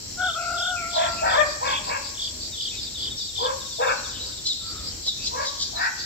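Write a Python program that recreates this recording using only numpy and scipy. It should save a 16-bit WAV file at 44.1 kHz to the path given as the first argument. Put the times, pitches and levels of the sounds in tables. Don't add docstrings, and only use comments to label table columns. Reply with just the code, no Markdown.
import sys
import numpy as np
from scipy import signal
from scipy.fft import rfft, irfft, next_fast_len
from scipy.io import wavfile
from scipy.ndimage import uniform_filter1d, map_coordinates

SR = 44100
rng = np.random.default_rng(int(sys.argv[2]) if len(sys.argv) > 2 else 0)


def generate_wav(sig):
    pcm = np.round(np.clip(np.atleast_2d(sig).T, -1, 1) * 32767).astype(np.int16)
    wavfile.write(sys.argv[1], SR, pcm)


N = 266805


def amp(db):
    return 10 ** (np.asarray(db) / 20)


def unit(x):
    return x / np.sqrt(np.mean(x ** 2) + 1e-20)


def steady(x):
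    return x / np.sqrt(np.abs(uniform_filter1d(x ** 2, size=900)) + 1e-9)


def clock():
    return np.arange(N) / SR


def along(points, hz):
    freqs, values = np.transpose(points)
    return np.interp(np.log(hz + 1), np.log(freqs + 1), values)


def curves(rows):
    times, *columns = np.transpose(rows)
    return [np.interp(clock(), times, column) for column in columns]


def gate(start, end, fade):
    return np.interp(clock(), [start - fade, start, end, end + fade], [0, 1, 1, 0])


def beats(runs):
    return [(s + k * period, db) for s, count, period, db in runs for k in range(round(count))]


def wobble(rate):
    t = clock()
    coarse = t[::6]
    knots = rng.standard_normal(int(N * rate / SR) + 4)
    return np.interp(t, coarse, map_coordinates(knots, [coarse * rate]))


def phase_of(hz):
    return 2 * np.pi * np.cumsum(hz) / SR


def sweep(length, start_hz, end_hz, bend=1):
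    progress = np.linspace(0, 1, max(int(length * SR), 8))
    return np.sin(np.pi * progress), phase_of(start_hz + (end_hz - start_hz) * progress ** bend)


def hoarse(phase, width_hz):
    return wobble(2 * width_hz) * np.cos(phase) + wobble(2 * width_hz) * np.sin(phase)


def filtered(x, response):
    size = next_fast_len(N + SR // 4, True)
    return irfft(rfft(x, size) * response(np.fft.rfftfreq(size, 1 / SR)), size)[..., :N]


def band(points):
    closed = [(points[0][0] * .8, -120), *points, (points[-1][0] * 1.2, -120)]
    return unit(filtered(rng.standard_normal((2, N)), lambda hz: amp(along(closed, hz))))


def add(track, centre, sound):
    at = round(centre * SR) - len(sound) // 2 + np.arange(len(sound))
    inside = (at >= 0) & (at < N)
    track[at[inside]] += sound[inside]


# frequency in Hz, seconds for their echo to fall 60 dB.
HILL_DECAY = [(300, 0.4), (550, 0.52), (1050, 0.66), (1800, 0.74), (4000, 0.73), (9000, 0.025)]

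def outdoors(x, lead_ms, pan_db, trees_db, hills_db, trees_t60=0.49):
    sides = np.array([[.5], [-.5]])
    direct = filtered(x, lambda hz: np.exp(2j * np.pi * hz * sides * lead_ms / 1000))
    hz, t, noise = signal.stft(rng.standard_normal((2, 2, SR * 3 // 4)), SR, nperseg=256)
    trees = signal.istft(noise[0] * amp(-60 * t / trees_t60), SR, nperseg=256)[1]
    hills = signal.istft(noise[1] * amp(-60 * t / along(HILL_DECAY, hz)[:, None]), SR, nperseg=256)[1]
    tail = amp(trees_db) * trees / np.linalg.norm(trees[0])
    tail += amp(hills_db) * hills / np.linalg.norm(hills[0])
    return amp(sides * pan_db) * (direct + signal.fftconvolve(x[None], tail, axes=1)[:, :N])


def slope_echo(x, delay_s=.405, echo_db=-23, dull_hz=1300):
    echo = filtered(x, lambda hz: np.exp(-2j * np.pi * hz * delay_s) / (1 + (hz / dull_hz) ** 2))
    return x + amp(echo_db) * echo * (clock() > delay_s)


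# frequency in Hz, relative level in dB.
RUMBLE_BAND = [(18, -36), (30, -14), (42, -5), (75, -1), (110, -6), (155, -12), (250, -10.5), (400, -14.5),
               (700, -21.5), (1200, -26), (2600, -24.5)]
HISS_BAND = [(1500, -40), (2600, 6.5), (7000, -9.5), (8600, -52), (9400, -24.5), (10400, 2), (11200, 3.5),
             (15500, 3)]
# frequency in Hz, left-right likeness from 0 to 1.
RUMBLE_LIKENESS = [(40, 0.96), (150, 0.69), (400, 0.4), (900, 0.049), (3000, 0.13)]

def air(rumble_db=-45, hiss_db=-54):
    def mid_and_side(hz):
        angle = np.arccos(np.clip(along(RUMBLE_LIKENESS, hz), -1, 1)) / 2
        return np.array([np.cos(angle), np.sin(angle)])

    mid, side = filtered(band(RUMBLE_BAND), mid_and_side)
    rumble = amp(rumble_db + 2.53 * wobble(10)) * unit(np.array([mid + side, mid - side]))
    return rumble + amp(hiss_db) * band(HISS_BAND)


# time in seconds, relative levels of buzz and trill in dB.
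DRONE_LEVELS = [(0.0, -45, -46), (0.64, -42, -44), (1.03, -41.5, -44.5), (2.73, -43.5, -45),
                (2.98, -45, -47.5), (3.76, -43.5, -43), (4.78, -44, -48), (5.39, -46.5, -41.5),
                (6.05, -48, -45)]
# frequency in Hz, relative level in dB.
BUZZ_BAND = [(6000, -43), (6700, -36), (7250, 2.5), (7650, -0.5), (7950, -7.5), (8300, -23), (8800, -43.5),
             (9300, -80)]
TRILL_BAND = [(4700, -57), (5250, 3.5), (5680, 10.5), (5980, -1), (6200, 8), (6500, -4.5), (7000, 7.5),
              (7800, -32)]
CHORUS_BAND = [(2700, -3), (3300, 5.5), (3650, -4), (3950, 13), (4090, 5.5), (4250, 14.5), (4730, 11.5),
               (5200, 12.5), (6000, -27)]

def insect_drone(stroke_hz=85.5, chorus_db=-40.5):
    buzz_db, trill_db = curves(DRONE_LEVELS)
    pulse_depth = np.interp(clock(), [2, 3], [.42, .17])
    strokes = 1 + pulse_depth * np.sin(phase_of(stroke_hz * (1 + 0.0417 * wobble(2.6))))
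    buzz = amp(buzz_db + 2) * unit(band(BUZZ_BAND) * strokes) * amp([[2.6], [-2.6]])
    trill = amp(trill_db + 4.5 + wobble(13)) * band(TRILL_BAND) * amp([[1.2], [-1.2]])
    chorus = amp(chorus_db + wobble(3.27) + wobble(40)) * band(CHORUS_BAND)
    return buzz + trill + chorus


# frequency in Hz, relative level in dB.
THIN_TRILL_BAND = [(10300, -26), (11000, -15), (11400, -17), (12200, -27)]

def insect_tick(tick_db=-52, trill_db=-59):
    shape, phase = sweep(length=0.06, start_hz=11700, end_hz=11230)
    tick = np.zeros(N)
    add(tick, 3.59, amp(tick_db) * shape * np.sin(phase + wobble(400)[:len(phase)]))
    return tick + amp(trill_db) * gate(3.61, 3.9, .04) * band(THIN_TRILL_BAND)


# frequency in Hz, relative level in dB.
RUSTLE_BAND = [(120, -7), (500, 1), (1400, -10), (3000, -21), (8000, -21), (13000, -15)]

def rustle(level_db=-44):
    return amp(level_db) * gate(5.065, 5.085, 0.0086) * band(RUSTLE_BAND)


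def bird_calls(calls, scatter, flutter_rate, gain_db=11, overtone_db=-33):
    track, flutter = np.zeros(N), np.tanh(wobble(flutter_rate))
    for s, length, start_hz, end_hz, db, harsh in calls:
        shape, phase = sweep(length, start_hz, end_hz)
        flutter_hz = scatter * harsh * start_hz * np.roll(flutter, -round(s * SR))[:len(phase)]
        phase = phase + phase_of(flutter_hz)
        whistle = np.sin(phase) + amp(overtone_db) * np.sin(2 * phase)
        add(track, s, amp(db + gain_db) * shape * whistle)
    return track


# centre and length in seconds, start and end pitch in Hz,
# relative level in dB, harshness from 0 to 1.
FAR_TONES = [(2.33, 0.59, 664, 599, -68, .1), (4.74, 0.31, 1344, 1280, -55, 0.81)]

def far_tones():
    return bird_calls(FAR_TONES, scatter=0.101, flutter_rate=850)


# centre and length in seconds, start and end pitch in Hz,
# relative level in dB, harshness from 0 to 1.
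SONGBIRD_CALLS = [(.43, 0.18, 2480, 2530, -53.5, 0.52), (.445, 0.086, 2144, 2170, -52, 0.27),
                  (.6, 0.044, 5310, 4900, -40.5, 0.3), (.79, 0.066, 2480, 2343, -42.5, 0.5),
                  (.85, 0.11, 2220, 2090, -46, 0.44), (.965, 0.06, 4280, 3640, -35.5, 0.77),
                  (1.2, 0.085, 2630, 2500, -46.5, 0.57), (1.75, 0.097, 2475, 2694, -41.5, 0.99),
                  (2.745, 0.086, 2420, 2710, -53, 1), (3.185, 0.032, 5110, 5750, -40, 0.6),
                  (3.985, .06, 4546, 3935, -45, 0.51), (4.16, 0.11, 3600, 2870, -49.5, 0.82),
                  (4.225, 0.089, 3820, 3940, -43, 0.42), (4.472, 0.045, 4000, 4160, -33.5, 0.24),
                  (4.51, 0.06, 4200, 3390, -34, 0.12), (4.93, 0.054, 3250, 3020, -57, 0.6),
                  (5.087, 0.037, 4200, 3570, -30.5, 0.2), (5.118, 0.05, 3760, 3390, -42, 0.17),
                  (5.24, 0.13, 2516, 2760, -54.5, 0.74), (5.277, 0.024, 4170, 3940, -36, 0.27),
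                  (5.482, 0.036, 4020, 3640, -39.5, .25), (5.625, 0.09, 4460, 3570, -44, 0.37),
                  (5.77, .04, 4200, 3760, -38, 0.22)]
# centre and length in seconds, relative level in dB.
CHIPS = [(0.99, 0.076, -36), (4.479, 0.076, -25), (4.535, 0.05, -32), (5.078, 0.086, -27.5),
         (5.267, 0.066, -26.5), (5.477, 0.11, -29.5), (5.621, 0.12, -27.5)]
# frequency in Hz, relative level in dB.
CHIP_BAND = [(3000, -10.5), (3500, -0.5), (4100, -3), (4900, 3.5), (5600, -6), (7500, -9), (8800, -22),
             (9600, -56)]

def songbird(sharpness=3, grain_db=3):
    whistles = bird_calls(SONGBIRD_CALLS, scatter=0.127, flutter_rate=720)
    swell = np.zeros(N)
    for s, length, db in CHIPS:
        offset = np.linspace(-1, 1, int(length * SR))
        add(swell, s, amp(db) * (1 - offset ** 2) / (1 + sharpness * offset ** 2))
    return whistles + swell * unit(band(CHIP_BAND)[0] * amp(grain_db * wobble(330)))


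# first rasp in seconds, number of rasps,
# period in seconds, relative level in dB.
RASP_RUNS = [(.475, 2, 0.092, -45), (.95, 8, .1865, -38), (2.445, 6, .197, -38), (3.75, 4, 0.176, -43),
             (4.5, 9, .19, -38.5)]
# frequency in Hz, relative level in dB.
RASP_BAND = [(3400, -4.5), (4100, 0), (4450, 2.5), (4730, 8.5), (5000, -2), (5350, -2.5), (6200, -62)]

def katydid(length=0.16, wing_hz=4730, width_hz=170, drift=.045, ring_db=-4, gain_db=4):
    swell = np.zeros(N)
    for s, db in beats(RASP_RUNS):
        loud, stretch = rng.normal(0, [1, .12])
        shape = signal.windows.tukey(int(length * (1 + stretch) * SR), .85)
        add(swell, s, amp(db + gain_db + loud) * shape)
    wing = phase_of(wing_hz * (1 + drift * wobble(18)))
    ring = unit(np.array([hoarse(wing, width_hz), hoarse(wing, width_hz)]))
    return swell * unit((band(RASP_BAND) + amp(ring_db) * ring) * amp(1.2 * wobble(180)))


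# first stroke in seconds, number of strokes,
# period in seconds, relative level in dB.
STROKE_RUNS = [(2.54, 12, .084, -38), (3.617, 6, 0.053, -41), (4.055, 3, 0.055, -42),
               (4.33, 2, 0.056, -43.5), (4.62, 2, 0.16, -45)]

def slow_cricket(gain_db=5):
    track, waver = np.zeros(N), 1.05 * wobble(220)
    for s, db in beats(STROKE_RUNS):
        late, stretch, detune, loud = rng.normal(0, [.002, .12, .012, 1])
        shape, phase = sweep(length=0.05 * (1 + stretch), start_hz=3840, end_hz=3285, bend=1.555)
        drift = waver[round(s * SR):][:len(phase)]
        add(track, s + late, amp(db + loud + gain_db) * shape * np.sin(phase * (1 + detune) + drift))
    return track


# first stroke in seconds, number of strokes,
# relative level in dB.
CHIRPS = [(0.196, 7, -31), (.556, 7, -29.5), (0.912, 7, -29), (1.282, 6, -29), (1.66, 6, -28.5),
          (2.152, 6, -30.5), (2.557, 6, -30), (2.955, 6, -30), (3.335, 6, -29)]

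def near_cricket(period_s=.0244, first_db=-16, swell_strokes=0.78, gain_db=3.5):
    track = np.zeros(N)
    slip = 0.77 * wobble(300)
    for start, strokes, db in CHIRPS:
        for k in range(round(strokes)):
            s = start + k * period_s
            late, stretch, detune, loud = rng.normal(0, [.0008, .09, .014, 1.3])
            shape, phase = sweep(length=0.02 * (1 + stretch), start_hz=3700, end_hz=2985, bend=1.45)
            level = db + gain_db + first_db * np.exp(-k / swell_strokes) + loud
            drift = slip[round(s * SR):][:len(phase)]
            add(track, s + late, amp(level) * shape ** 0.65 * np.sin(phase * (1 + detune) + drift))
    return track


BARK_RELEASE_S = 0.026

def bark_voice(barks, scoop=.24, sag=.13, wander=0.01417, jaw_scoop=.17):
    rows = np.array(barks)
    current = np.maximum(np.searchsorted(rows[:, 0], clock()) - 1, 0)
    start, length, attack, pitch, rough, chest, throat, mouth = rows[current, :8].T
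    age = np.clip(clock() - start, 0, length + BARK_RELEASE_S)
    closed = np.maximum(1 - age / attack, 0) ** 1.5
    ending = np.maximum((age - attack) / (length + BARK_RELEASE_S - attack), 0) ** 2
    arch = 1 - scoop * closed - sag * ending + wander * wobble(60)
    jaw = 1 - jaw_scoop * closed
    return pitch * arch, rough, chest, throat * jaw, mouth * jaw


def bark_swell(barks, levels, rise_db, fade_db_per_s, lag=0):
    track, age = np.zeros(N), np.arange(SR // 2) / SR
    for (start, length, attack, *_), db in zip(barks, levels):
        onset_db = rise_db * np.maximum(1 - age / (attack * (1 + lag)), 0) ** 1.72
        fade_db = fade_db_per_s * np.maximum(age - attack, 0)
        corners = [lag * attack, (lag + 0.5) * attack, length, length + BARK_RELEASE_S]
        held = np.interp(age, corners, [0, 1, 1, 0])
        add(track, start + age.mean(), held * amp(db - onset_db - fade_db))
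    return track


# start, length and attack in seconds, pitch in Hz, roughness from 0
# to 1, chest, throat and mouth resonances in Hz, relative chest, throat, mouth and snarl levels in dB.
BARKS = [(0.922, 0.16, 0.093, 669.4, 0.43, 652.5, 994.4, 1775, -21.5, -30, -31, -36.5),
         (1.21, 0.14, 0.054, 381.7, 0.44, 620, 830, 1600, -24.5, -23.5, -23, -35),
         (1.337, 0.08, 0.06, 613.2, 0.03, 605, 1130, 1842, -15, -25.5, -20, -34),
         (1.599, 0.13, 0.064, 567.5, 0.31, 572, 991, 1720, -28, -26.5, -31.5, -33.5),
         (1.859, 0.105, 0.0584, 566, 0.31, 562.8, 984, 1724, -30.5, -29.5, -32.5, -31.5),
         (3.374, 0.14, 0.1, 530.6, 0.3, 514.4, 1009, 1500, -24, -29.5, -36.5, -47),
         (3.779, 0.0748, 0.055, 534.8, 0.35, 548.3, 899, 1539, -20, -26.5, -25.5, -34.5),
         (3.858, .058, 0.0282, 526.5, 0.52, 540.6, 931, 1398, -22.5, -26.5, -22.5, -30.5),
         (5.305, 0.14, 0.1, 567, 0.22, 550.7, 1050, 1694, -29.5, -29.5, -33.5, -44.5),
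         (5.713, 0.16, 0.13, 383.6, 0.45, 689.3, 890, 1665, -48, -32.5, -22, -35.5)]

def dog(jitter=0.01797, shimmer=0.4, doubling=1.56, snarl_hz=2463, gain_db=-2):
    pitch, rough, chest_hz, throat_hz, mouth_hz = bark_voice(BARKS)
    phase = phase_of(pitch * (1 + jitter * wobble(300)))
    partials = []
    for k in [1, 1.5, 2, 2.5, 3, 3.5, 4, 5, 6]:
        weight = doubling * rough if k % 1 else 1
        partials.append((k * pitch, np.sin(k * phase) * (1 + shimmer * wobble(160)) * weight))

    def resonance(centre_hz, width_hz, airy):
        voiced = sum(wave / (1 + ((hz - centre_hz) / width_hz) ** 4) for hz, wave in partials)
        breath = hoarse(phase_of(centre_hz * np.ones(N)), width_hz)
        share = np.clip(airy * rough, 0, 1)
        return np.sqrt(1 - share) * steady(voiced) + np.sqrt(share) * breath

    *_, chest_db, throat_db, mouth_db, snarl_db = np.transpose(BARKS)
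    chest = bark_swell(BARKS, chest_db, rise_db=15, fade_db_per_s=182)
    throat = bark_swell(BARKS, throat_db, rise_db=-2, fade_db_per_s=20)
    mouth = bark_swell(BARKS, mouth_db, rise_db=27.5, fade_db_per_s=38, lag=0.15)
    snarl = bark_swell(BARKS, snarl_db, rise_db=27.5, fade_db_per_s=38, lag=0.15)
    return amp(gain_db) * (chest * resonance(chest_hz, width_hz=94, airy=1)
                           + throat * resonance(throat_hz, width_hz=170, airy=1.9)
                           + mouth * resonance(mouth_hz, width_hz=350, airy=1.2)
                           + snarl * resonance(snarl_hz, width_hz=330, airy=3))


# time in seconds, pitch in Hz.
CROW_PITCH = [(0.17, 696), (0.198, 733), (0.268, 742), (0.305, 663), (0.345, 625), (0.385, 691),
              (0.598, 694.7), (0.704, 730), (0.79, 693.7), (0.85, 667.6), (0.905, 692.5), (1.22, 676)]
CROW_HARMONICS = [-6.5, 1, -28.5, -22.5]
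# start and end in seconds, level in dB, warble depth as a share of pitch,
# hoarseness from 0 to 1.
CROW_NOTES = [(0.212, 0.283, -26, 0.012, 0.37), (0.379, 0.653, -29, 0.037, 0.36),
              (0.691, 0.769, -29.5, 0.008, 0.29), (0.82, 1.353, -33.5, .001, 0.1)]

def rooster(warble_hz=35, jitter=0.023, rasp_width_hz=130, fade_s=0.042, sink_at_s=1.2):
    sink_hz = 1300 * np.clip(clock() - sink_at_s, 0, .2) ** 2
    pitch = curves(CROW_PITCH)[0] - sink_hz
    notes = np.array([gate(start, end, fade_s) for start, end, *_ in CROW_NOTES])
    *_, note_db, depth, hoarseness = np.transpose(CROW_NOTES)
    rasp = hoarseness @ notes
    warble = (1 + .15 * wobble(20)) * np.sin(phase_of(warble_hz * (1 + .06 * wobble(16))))
    phase = phase_of(pitch * (1 + depth @ notes * warble + jitter * rasp * wobble(250)))
    voice = np.zeros(N)
    for k, db in enumerate(CROW_HARMONICS, 1):
        level = amp(db + 1.8 * wobble(21.3))
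        voice += level * (np.sin(k * phase) + rasp * hoarse(k * phase, rasp_width_hz) / 2 ** .5)
    return unit(voice) * (amp(note_db) @ notes)


def scene():
    crow = outdoors(rooster(), lead_ms=.06, pan_db=3, trees_db=-11, hills_db=-18)
    barks = outdoors(slope_echo(dog()), lead_ms=.48, pan_db=1.5,
                     trees_db=-3, hills_db=-8.5, trees_t60=0.094)
    chirps = outdoors(near_cricket(), lead_ms=-.35, pan_db=0,
                      trees_db=-4.5, hills_db=-17.5, trees_t60=0.15)
    strokes = outdoors(slow_cricket(), lead_ms=-.24, pan_db=0.5, trees_db=-4.5, hills_db=-11)
    song = outdoors(songbird(), lead_ms=.075, pan_db=1.8, trees_db=-9, hills_db=-9, trees_t60=0.051)
    far = outdoors(far_tones(), lead_ms=0.12, pan_db=2.5, trees_db=-5, hills_db=-28)
    insects = chirps + strokes + katydid() + insect_drone() + insect_tick()
    return crow + barks + song + far + insects + rustle() + air()


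def record(dry, top_hz=15800):
    return filtered(dry, lambda hz: hz < top_hz)


dry = scene()
out = record(dry)
generate_wav(out)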